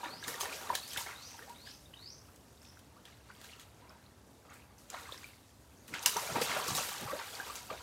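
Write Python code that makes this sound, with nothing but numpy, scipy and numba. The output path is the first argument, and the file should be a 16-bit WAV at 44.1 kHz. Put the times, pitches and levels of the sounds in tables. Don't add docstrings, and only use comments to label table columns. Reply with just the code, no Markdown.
import sys
import numpy as np
from scipy import signal
from scipy.fft import rfft, irfft
from scipy.io import wavfile
from scipy.ndimage import uniform_filter1d
from numba import njit

SR = 44100
rng = np.random.default_rng(int(sys.argv[2]) if len(sys.argv) > 2 else 0)


def linear_from_db(decibels):
    return 10 ** (np.asarray(decibels, float) / 20)


def store_wav(level_fs):
    pcm = np.round(np.clip(np.atleast_2d(level_fs), -1, 1) * 32767)
    wavfile.write(sys.argv[1], SR, pcm.T.astype(np.int16))


N = 344862
TIME = np.arange(N) / SR


def level(x, db):
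    return x * linear_from_db(db) / np.sqrt(np.mean(x ** 2))


def band(x, lo_hz, hi_hz, order=2):
    sos = signal.butter(order, [lo_hz, min(hi_hz, .45 * SR)], "band", fs=SR, output="sos")
    return signal.sosfilt(sos, x)


def walk(rate):
    hold = int(SR / rate)
    held = np.repeat(rng.standard_normal(N // hold + 1), hold)
    return 1.3 * uniform_filter1d(uniform_filter1d(held, hold), hold)[:N]


def air():
    # (frequency [Hz], relative density [dB per Hz])
    spectrum = [(18, -51.5), (30, -23), (42, -14), (62, 0.5), (125, -4), (170, -10), (280, -7.5),
                (340, -12), (500, -13), (850, -16.5), (2750, -32), (6000, -32.5), (11400, -34),
                (16000, -40)]
    hz, db = np.transpose(spectrum)
    f = np.arange(N // 2 + 1) * SR / N + 1e-3
    colour = rfft(rng.standard_normal(N)) * linear_from_db(np.interp(np.log(f), np.log(hz), db))
    out, swell = 0, walk(0.73)
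    for centre in 22 * 2. ** np.arange(10):
        share = np.cos(np.pi / 2 * np.clip(np.log2(f / centre), -1, 1)) ** 2
        out = out + irfft(colour * share, N) * linear_from_db(0.5 * swell + 1.1 * walk(8))
    return level(out, -59.5)


def blur(x, t60_s, wet_db, low_hz=503.0, top_hz=7000., gap_s=0.0053, lump_db=5.):
    t = TIME[:SR // 2]
    lumps = linear_from_db(lump_db * walk(251)[:len(t)])
    tail = band(rng.standard_normal(len(t)) * lumps, low_hz, top_hz, order=1)
    tail = tail * 1000 ** (-t / t60_s) * np.clip(t / gap_s, 0, 1) ** 2
    tail = linear_from_db(wet_db) * tail / np.sqrt(np.sum(tail ** 2))
    return x + signal.fftconvolve(x, tail)[:N]


def whistles():
    # (time from start [s], frequency [Hz], relative level [dB])
    contour = [(0, 3700, -12), (.012, 3740, 1), (.025, 3800, -5), (.035, 4000, -2.5), (.08, 4490, 0),
               (.12, 5050, -1.5), (.145, 5650, -7), (.17, 6350, -10), (.185, 6500, -25)]
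    # (start [s], level before flutter and blur [dB], time stretch [ratio])
    calls = [(.035, -50.5, 1.15), (.41, -63, 1.1), (.76, -52.5, 1.05), (1.15, -52.5, 1),
             (1.553, -53.5, 1.08), (1.96, -51, 1.01)]
    out, (at, hz, db) = np.zeros(N), np.transpose(contour)
    for s, call_db, stretch in calls:
        start = int(s * SR)
        t = (TIME[start:][:int(at[-1] * stretch * SR)] - s) / stretch
        throb_turns = 52 * t + 60 * t ** 2 + .1 * rng.standard_normal()
        dip = (.5 + .5 * np.cos(2 * np.pi * throb_turns)) ** 2
        throb = 1 - 0.83 * np.exp(-t / .2) * dip
        pitch = np.interp(t, at, hz) * (1 + .015 * walk(1500)[:len(t)])
        tone = np.sin(2 * np.pi * np.cumsum(pitch) / SR)
        out[start:][:len(t)] += linear_from_db(call_db + np.interp(t, at, db)) * throb * tone
    return out


def buzzes():
    # (start [s], level before flutter and blur [dB], length [s], centre frequency [Hz])
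    trills = [(0.501, -59, .1, 5700), (1.21, -56.5, 0.09, 5760), (2.625, -65, .09, 5500),
              (5.758, -71, 0.063, 6400)]
    out = np.zeros(N)
    for s, call_db, length, hz in trills:
        start = int(s * SR)
        t = TIME[start:][:int(length * SR)] - s
        pitch = hz * (1 + 0.061 * walk(900)[:len(t)])
        swell = np.abs(np.sin(np.pi * t / length)) ** 0.39
        out[start:][:len(t)] += linear_from_db(call_db) * swell * np.sin(2 * np.pi * np.cumsum(pitch) / SR)
    return out


def birds():
    song = (whistles() + buzzes()) * linear_from_db(2.5 * walk(150))
    blurred = blur(song, 0.46, 1.4, low_hz=6000., top_hz=12000., gap_s=.008, lump_db=1.5)
    return blurred * linear_from_db(2.7 * walk(400))


@njit
def ring(n, s, gain, hz, cycles, rise, snap):
    out = np.zeros(n)
    for k in range(len(s)):
        tau = cycles[k] / hz[k] * SR
        start = int(s[k] * SR - tau * np.log(1 + snap) / snap)
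        p = np.exp(2j * np.pi * hz[k] / SR)
        turn = np.exp(2j * np.pi * hz[k] * rise[k] / SR / (3 * tau))
        z, slow, fast = 1.5 + 0j, np.exp(-1 / tau), np.exp(-snap / tau)
        opening = 1.
        for i in range(start, min(start + int(5 * tau), len(out))):
            z, p, opening = z * p * slow, p * turn, opening * fast
            if i >= 0:
                out[i] += gain[k] * (1 - opening) * z.imag
    return out


def plops():
    # (time of envelope peak [s], nominal level [dB], starting frequency [Hz],
    #  decay constant [cycles], pitch glide [share, negative falls])
    rings = [(.0339, -32, 919, 4.4, 0.016), (.0584, -34, 1760, 5.2, 0), (0.0636, -44.5, 289, 4.6, 0.24),
             (.2285, -36, 1663, 4.6, 0), (0.2826, -30.5, 1799, 3, 0), (.3432, -34, 1888, 5.7, -0.044),
             (0.4095, -29, 1046, 2.6, 0.26), (0.4156, -26, 6330, 7.9, 0), (.432, -33, 875, 3.1, 0),
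             (.4565, -34.5, 1760, 8.1, 0.11), (0.703, -20, 976, 3.7, .08), (0.7534, -25, 4010, 4.9, -0.036),
             (.7543, -31, 1767, 4.4, 0), (0.915, -37, 3079, 5, .11), (.9633, -32.5, 1665, 4.2, 0),
             (.9763, -27, 3439, 3.3, 0), (1.0107, -39, 918, 4.2, 0), (1.0656, -39.5, 740, 5.6, 0.27),
             (1.0915, -35, 1486, 3.2, -0.042), (1.1115, -37, 1998, 3.7, 0.18),
             (1.3928, -38, 1600, 2.5, -0.055), (1.4198, -52.5, 387, 14, 1.1), (1.4258, -44, 1840, 9, 0),
             (1.4806, -46.5, 794, 8, .11), (1.5016, -45, 938, 14, 0.038), (1.6752, -46, 1723, 6.2, 0),
             (1.8593, -50.5, 3631, 11.8, .06), (1.9397, -41, 2860, 9.8, 0.21),
             (2.2863, -57.5, 1050, 10, 1.11), (2.6185, -47, 5325, 4.4, 0), (2.7727, -46.5, 1500, 3.1, 0),
             (2.967, -55, 1000, 14, .9), (3.0546, -42, 3286, 3.6, .06), (3.303, -45, 1485, 6.5, 0),
             (3.4464, -45.5, 1525, 3.3, .11), (3.4961, -46, 2240, 4.7, .13), (3.535, -43.5, 2730, 7, 0.11),
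             (3.5978, -45, 3293, 6, .1), (3.825, -56, 990, 14, .05), (3.885, -57, 1020, 16.6, .05),
             (3.855, -58, 964, 14.1, .05), (3.8951, -46, 5136, 7.4, .08), (4.0638, -52, 4153, 7.7, 0),
             (4.5023, -48, 6600, 5.6, 0), (4.5095, -51, 1176, 6.7, 0), (4.5222, -48, 1394, 4.3, .09),
             (4.5961, -52, 2114, 4.1, .16), (4.7831, -52, 5983, 8.2, .14), (4.9019, -32, 6888, 6.2, .21),
             (4.9423, -41, 3882, 6.7, 0.039), (4.9423, -35, 681, 2.6, 0), (4.9453, -34, 1064, 3.5, 0),
             (4.9702, -46, 2230, 9.7, 0), (4.9727, -46, 1436, 8.2, 0), (5.056, -44, 2012, 7.7, .12),
             (5.0924, -38, 1092, 4.8, 0), (5.1229, -34, 3235, 9.1, 0.46), (5.1239, -41.5, 525, 1.8, 0),
             (5.1443, -46, 1070, 4.9, -0.09), (5.1777, -38.5, 5298, 4.2, 0), (5.2436, -38, 2360, 8, -0.022),
             (5.305, -54, 2300, 9, -.05), (5.3344, -51, 2174, 5.4, 0), (5.9395, -29, 2060, 4.3, 0),
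             (5.96, -36, 3123, 5.2, 0), (5.9854, -36, 2333, 3.4, .28), (5.994, -32, 5894, 4.6, .18),
             (6.0607, -22, 6940, 5.6, .19), (6.062, -23.5, 2867, 9.8, 0), (6.0632, -31, 989, 5.3, 0),
             (6.063, -31, 1511, 7.4, .36), (6.1675, -27, 834, 7.1, .36),
             (6.1683, -26.5, 6178, 14.3, -0.061), (6.2348, -39, 580, 5.4, 0.043),
             (6.2663, -32, 6789, 5.6, 0), (6.291, -35, 650, 2, 0), (6.3236, -38, 116, 1.45, .3),
             (6.36, -22, 848, 2.46, .2), (6.367, -31.5, 250, 1.7, 0.39), (6.4159, -24, 478, 2.3, 0),
             (6.5162, -24, 2112, 2.7, 0), (6.59, -34.5, 519, 7, 0.37), (6.5988, -33, 1092, 4.5, 0),
             (6.6858, -32, 1165, 6.7, -0.08), (6.7177, -36.5, 110, 1.2, 0.37),
             (6.7517, -25, 3939, 4.6, -0.051), (6.7826, -27, 1230, 2.8, -0.066), (6.8075, -36, 587, 3.3, 0),
             (7.0325, -41, 200, 1.5, 0.37), (7.0555, -37.5, 110, 1.24, 0.41),
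             (7.1001, -35.5, 1138, 12, 0.019), (7.1348, -31.5, 521, 7.4, 0.38), (7.1976, -32, 1055, 2.7, 0),
             (7.3528, -34.5, 4711, 8.5, 0), (7.401, -29, 1491, 5.8, 0.21), (7.501, -37.5, 1140, 9.1, 0.1),
             (7.703, -34, 1171, 6, 0), (7.7165, -38.5, 524, 3.6, 0.029)]
    s, db, hz, cycles, rise = np.transpose(rings)
    return ring(N, s, linear_from_db(db), hz, np.maximum(cycles, .7), rise, 4.47)


def slaps():
    # (start [s], nominal peak level [dB], centre frequency [Hz])
    impacts = [(0.2803, -23.5, 4770), (0.4085, -21, 4070), (0.7516, -18, 4160), (0.8774, -34, 5660),
               (0.9328, -27.5, 3040), (0.9722, -22.5, 3570), (1.4955, -39, 4600), (2.36, -45, 6170),
               (2.7911, -42, 2960), (3.053, -41.5, 3660), (3.4138, -38.5, 3320), (3.4436, -36, 3410),
               (3.5962, -39, 3380), (4.9008, -33, 6220), (5.1218, -40, 3560), (5.88, -38, 3400),
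               (5.9394, -34, 2730), (6.0272, -31, 4470), (6.0597, -5.5, 5050), (6.1669, -22.5, 6210),
               (6.4153, -21, 3580), (6.6807, -22, 5980), (6.7501, -22.5, 7660), (6.8907, -23.5, 2860),
               (7.01, -31, 6800), (7.5552, -30.5, 6350)]
    spray_t60_s = 0.11
    out, t = np.zeros(N + SR), TIME[:SR // 2]
    crack, spray = np.exp(-t / 0.0019), linear_from_db(-11.5) * 1000 ** (-t / spray_t60_s)
    shape = (1 - np.exp(-t / 0.00032)) * (crack + spray)
    for s, db, hz in impacts:
        noise = rng.standard_normal((2, len(t)))
        broad = level(band(noise[0], 0.32 * hz, 12700.0, order=1), db - 11)
        body = level(band(noise[1], 0.78 * hz, 1.3 * hz), db - 17)
        out[int(s * SR):][:len(t)] += shape * (broad + body)
    return out[:N]


def thrashing(hz, share_db):
    # (time [s], level at 2500 Hz before the swarm's share [dB], tilt toward small bubbles [dB per octave])
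    agitation = [(0.0, -58.5, -1.8), (0.2, -63.5, -0.3), (0.3, -52.5, -1.9), (0.6, -58, 1.9),
                 (0.87, -61, 3.5), (1.15, -63, 0.5), (1.45, -63, 0.2), (1.85, -75, 3.1), (2.4, -74.5, 1.7),
                 (3.2, -75, 0.3), (3.5, -64, -0.5), (3.75, -73.5, -0.8), (4.4, -78.5, 2),
                 (4.87, -76.5, -0.6), (4.95, -61, -2), (5.2, -66.5, 2.2), (5.42, -78.5, 3),
                 (5.85, -74, 0.8), (6.0, -55.5, -1.3), (6.15, -56.5, -3.5), (6.5, -46, -1.5),
                 (6.85, -49, 1.5), (7.1, -55, -0.2), (7.5, -55, 0.7), (7.68, -61.5, 0.5), (7.82, -61, 0.5)]
    # (time of top [s], level [dB], frequency where strongest [Hz], fade to -20 dB [s])
    surges = [(0.043, -43.5, 1170, 0.1), (0.084, -53, 620, 0.1), (0.132, -51.5, 160, 0.1),
              (0.241, -43, 2750, 0.03), (0.274, -51.5, 300, 0.17), (0.279, -42, 9010, 0.08),
              (0.407, -38, 8360, 0.07), (0.411, -48, 1560, 0.32), (0.435, -44, 800, 0.09),
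              (0.488, -53, 560, 0.47), (0.526, -49, 4740, 0.07), (0.614, -48, 1050, 0.3),
              (0.696, -40, 710, 0.09), (0.752, -42, 3850, 0.06), (0.881, -55, 5360, 0.3),
              (0.923, -51, 3740, 0.27), (0.965, -42.5, 1500, 0.09), (0.977, -42, 7810, 0.1454),
              (1.065, -46, 1170, 0.1356), (1.492, -58, 1070, 0.07), (1.665, -56, 4070, 0.17),
              (1.937, -64, 1670, 0.24), (2.628, -62.5, 5260, 0.15), (3.058, -58, 2820, 0.16),
              (3.298, -58.5, 1810, 0.04), (3.443, -59, 3790, 0.17), (3.601, -58, 5050, 0.07),
              (3.803, -64, 1010, 0.43), (3.903, -60, 900, 0.1), (4.452, -61, 890, 0.25),
              (4.5, -60, 1620, 0.33), (4.537, -61, 7260, 0.14), (4.785, -64.5, 7390, 0.3),
              (4.902, -58, 4390, 0.5), (4.933, -50.5, 1220, 0.26), (5.072, -56.5, 1440, 0.18),
              (5.135, -55, 3390, 0.04), (5.229, -58.5, 2710, 0.25), (5.883, -55, 8840, 0.08),
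              (5.895, -56, 1200, 0), (5.902, -50, 170, 0.17), (5.942, -42, 2300, 0.08),
              (6.028, -45, 9390, 0.05), (6.059, -47, 1370, 0.1), (6.065, -38, 2180, 0.04),
              (6.076, -33.5, 8760, 0.09), (6.117, -44, 4860, 0.6), (6.163, -38, 980, 0.07),
              (6.176, -46, 8950, 0.5), (6.228, -44.5, 590, 0.17), (6.309, -46, 160, 0.5),
              (6.358, -31.5, 795, 0.07), (6.413, -40, 360, 0.07), (6.42, -39, 2890, 0.11),
              (6.421, -37, 7690, 0.1), (6.496, -38, 1820, 0.1), (6.499, -50, 630, 0.12),
              (6.572, -36, 710, 0.09), (6.678, -38.5, 6900, 0.13), (6.683, -44.5, 160, 0.23),
              (6.756, -37, 6500, 0.2), (6.781, -38, 1400, 0.08), (6.887, -45, 510, 0.02),
              (7.025, -40, 322, 0.06), (7.079, -46.5, 1120, 0.03), (7.11, -47, 8170, 0.02),
              (7.12, -39, 610, 0.06), (7.191, -45, 1230, 0.1), (7.333, -49, 760, 0.19),
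              (7.397, -43, 1020, 0.03), (7.47, -48, 650, 0.1), (7.556, -50.5, 6340, 0.15),
              (7.706, -43, 720, 0.1)]
    rise_s, fall_db_per_oct = 0.0067, 7
    t = TIME[::32]
    s, db, tilt = np.transpose(agitation)
    power = linear_from_db(np.interp(t, s, db + share_db + tilt * np.log2(hz / 2500))) ** 2
    for top, surge_db, strongest_hz, fade in surges:
        swell_db = 20 / np.log(10) * (t - top) / rise_s
        shape_db = np.where(t < top, swell_db, -20 * (t - top) / fade)
        size_db = -fall_db_per_oct * abs(np.log2(hz / strongest_hz))
        power = power + linear_from_db(surge_db + size_db + shape_db) ** 2
    return np.interp(TIME, t, np.sqrt(power))


def churn():
    # (lowest frequency [Hz], highest frequency [Hz], rate [bubbles per s], nominal decay [cycles],
    #  mean spread of bubble levels [dB], hiss relative to bubbles [dB])
    swarms = [(110, 349, 60, 2.47, 2., 0), (381.5, 797, 200, 4., 2.8, -6.5), (749, 1501, 350, 4., 2.8, -7),
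              (1398, 2600, 500, 5., 3, -5.5), (2508, 4600, 750, 5., 3, -4.5),
              (4410, 8200, 1400, 3.5, 3, -1.5), (7800, 14300, 2400, 3., 3, 0.5)]
    shares = [-22.5, -6, .5, -0.9, 0, -0.1, -1.9]
    out = 0
    for share_db, (lo, hi, rate, cycles, spread_db, noise_db) in zip(shares, swarms):
        when, pitch, rarity, damping = rng.random((int(rate * N / SR), 4)).T
        hz = lo * (hi / lo) ** pitch
        size = linear_from_db(-spread_db * np.log(np.maximum(rarity, .003)))
        size = size * (hz / lo) ** .7
        bubbling = ring(N, when * N / SR, size, hz, cycles * (.4 + damping), .12 + 0 * when, 4.)
        hiss = band(rng.standard_normal(N), lo, hi) * linear_from_db(2.66 * walk(35))
        swarm = level(level(bubbling, 0) + level(hiss, noise_db), 0)
        out = out + swarm * thrashing(np.sqrt(lo * hi), share_db)
    return out


def scene():
    water = blur(churn() + slaps() + plops(), 0.21, -11.5)
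    return (water + birds() + air())[None]


def roll_off(x):
    return signal.sosfilt(signal.butter(12, 16440, fs=SR, output="sos"), x)


def record(dry):
    x = signal.sosfilt(signal.butter(2, 50., "high", fs=SR, output="sos"), dry)
    x = signal.sosfilt(signal.ellip(8, .2, 60, 15750, fs=SR, output="sos"), x)
    return roll_off(x)


dry = scene()
out = record(dry)
store_wav(out)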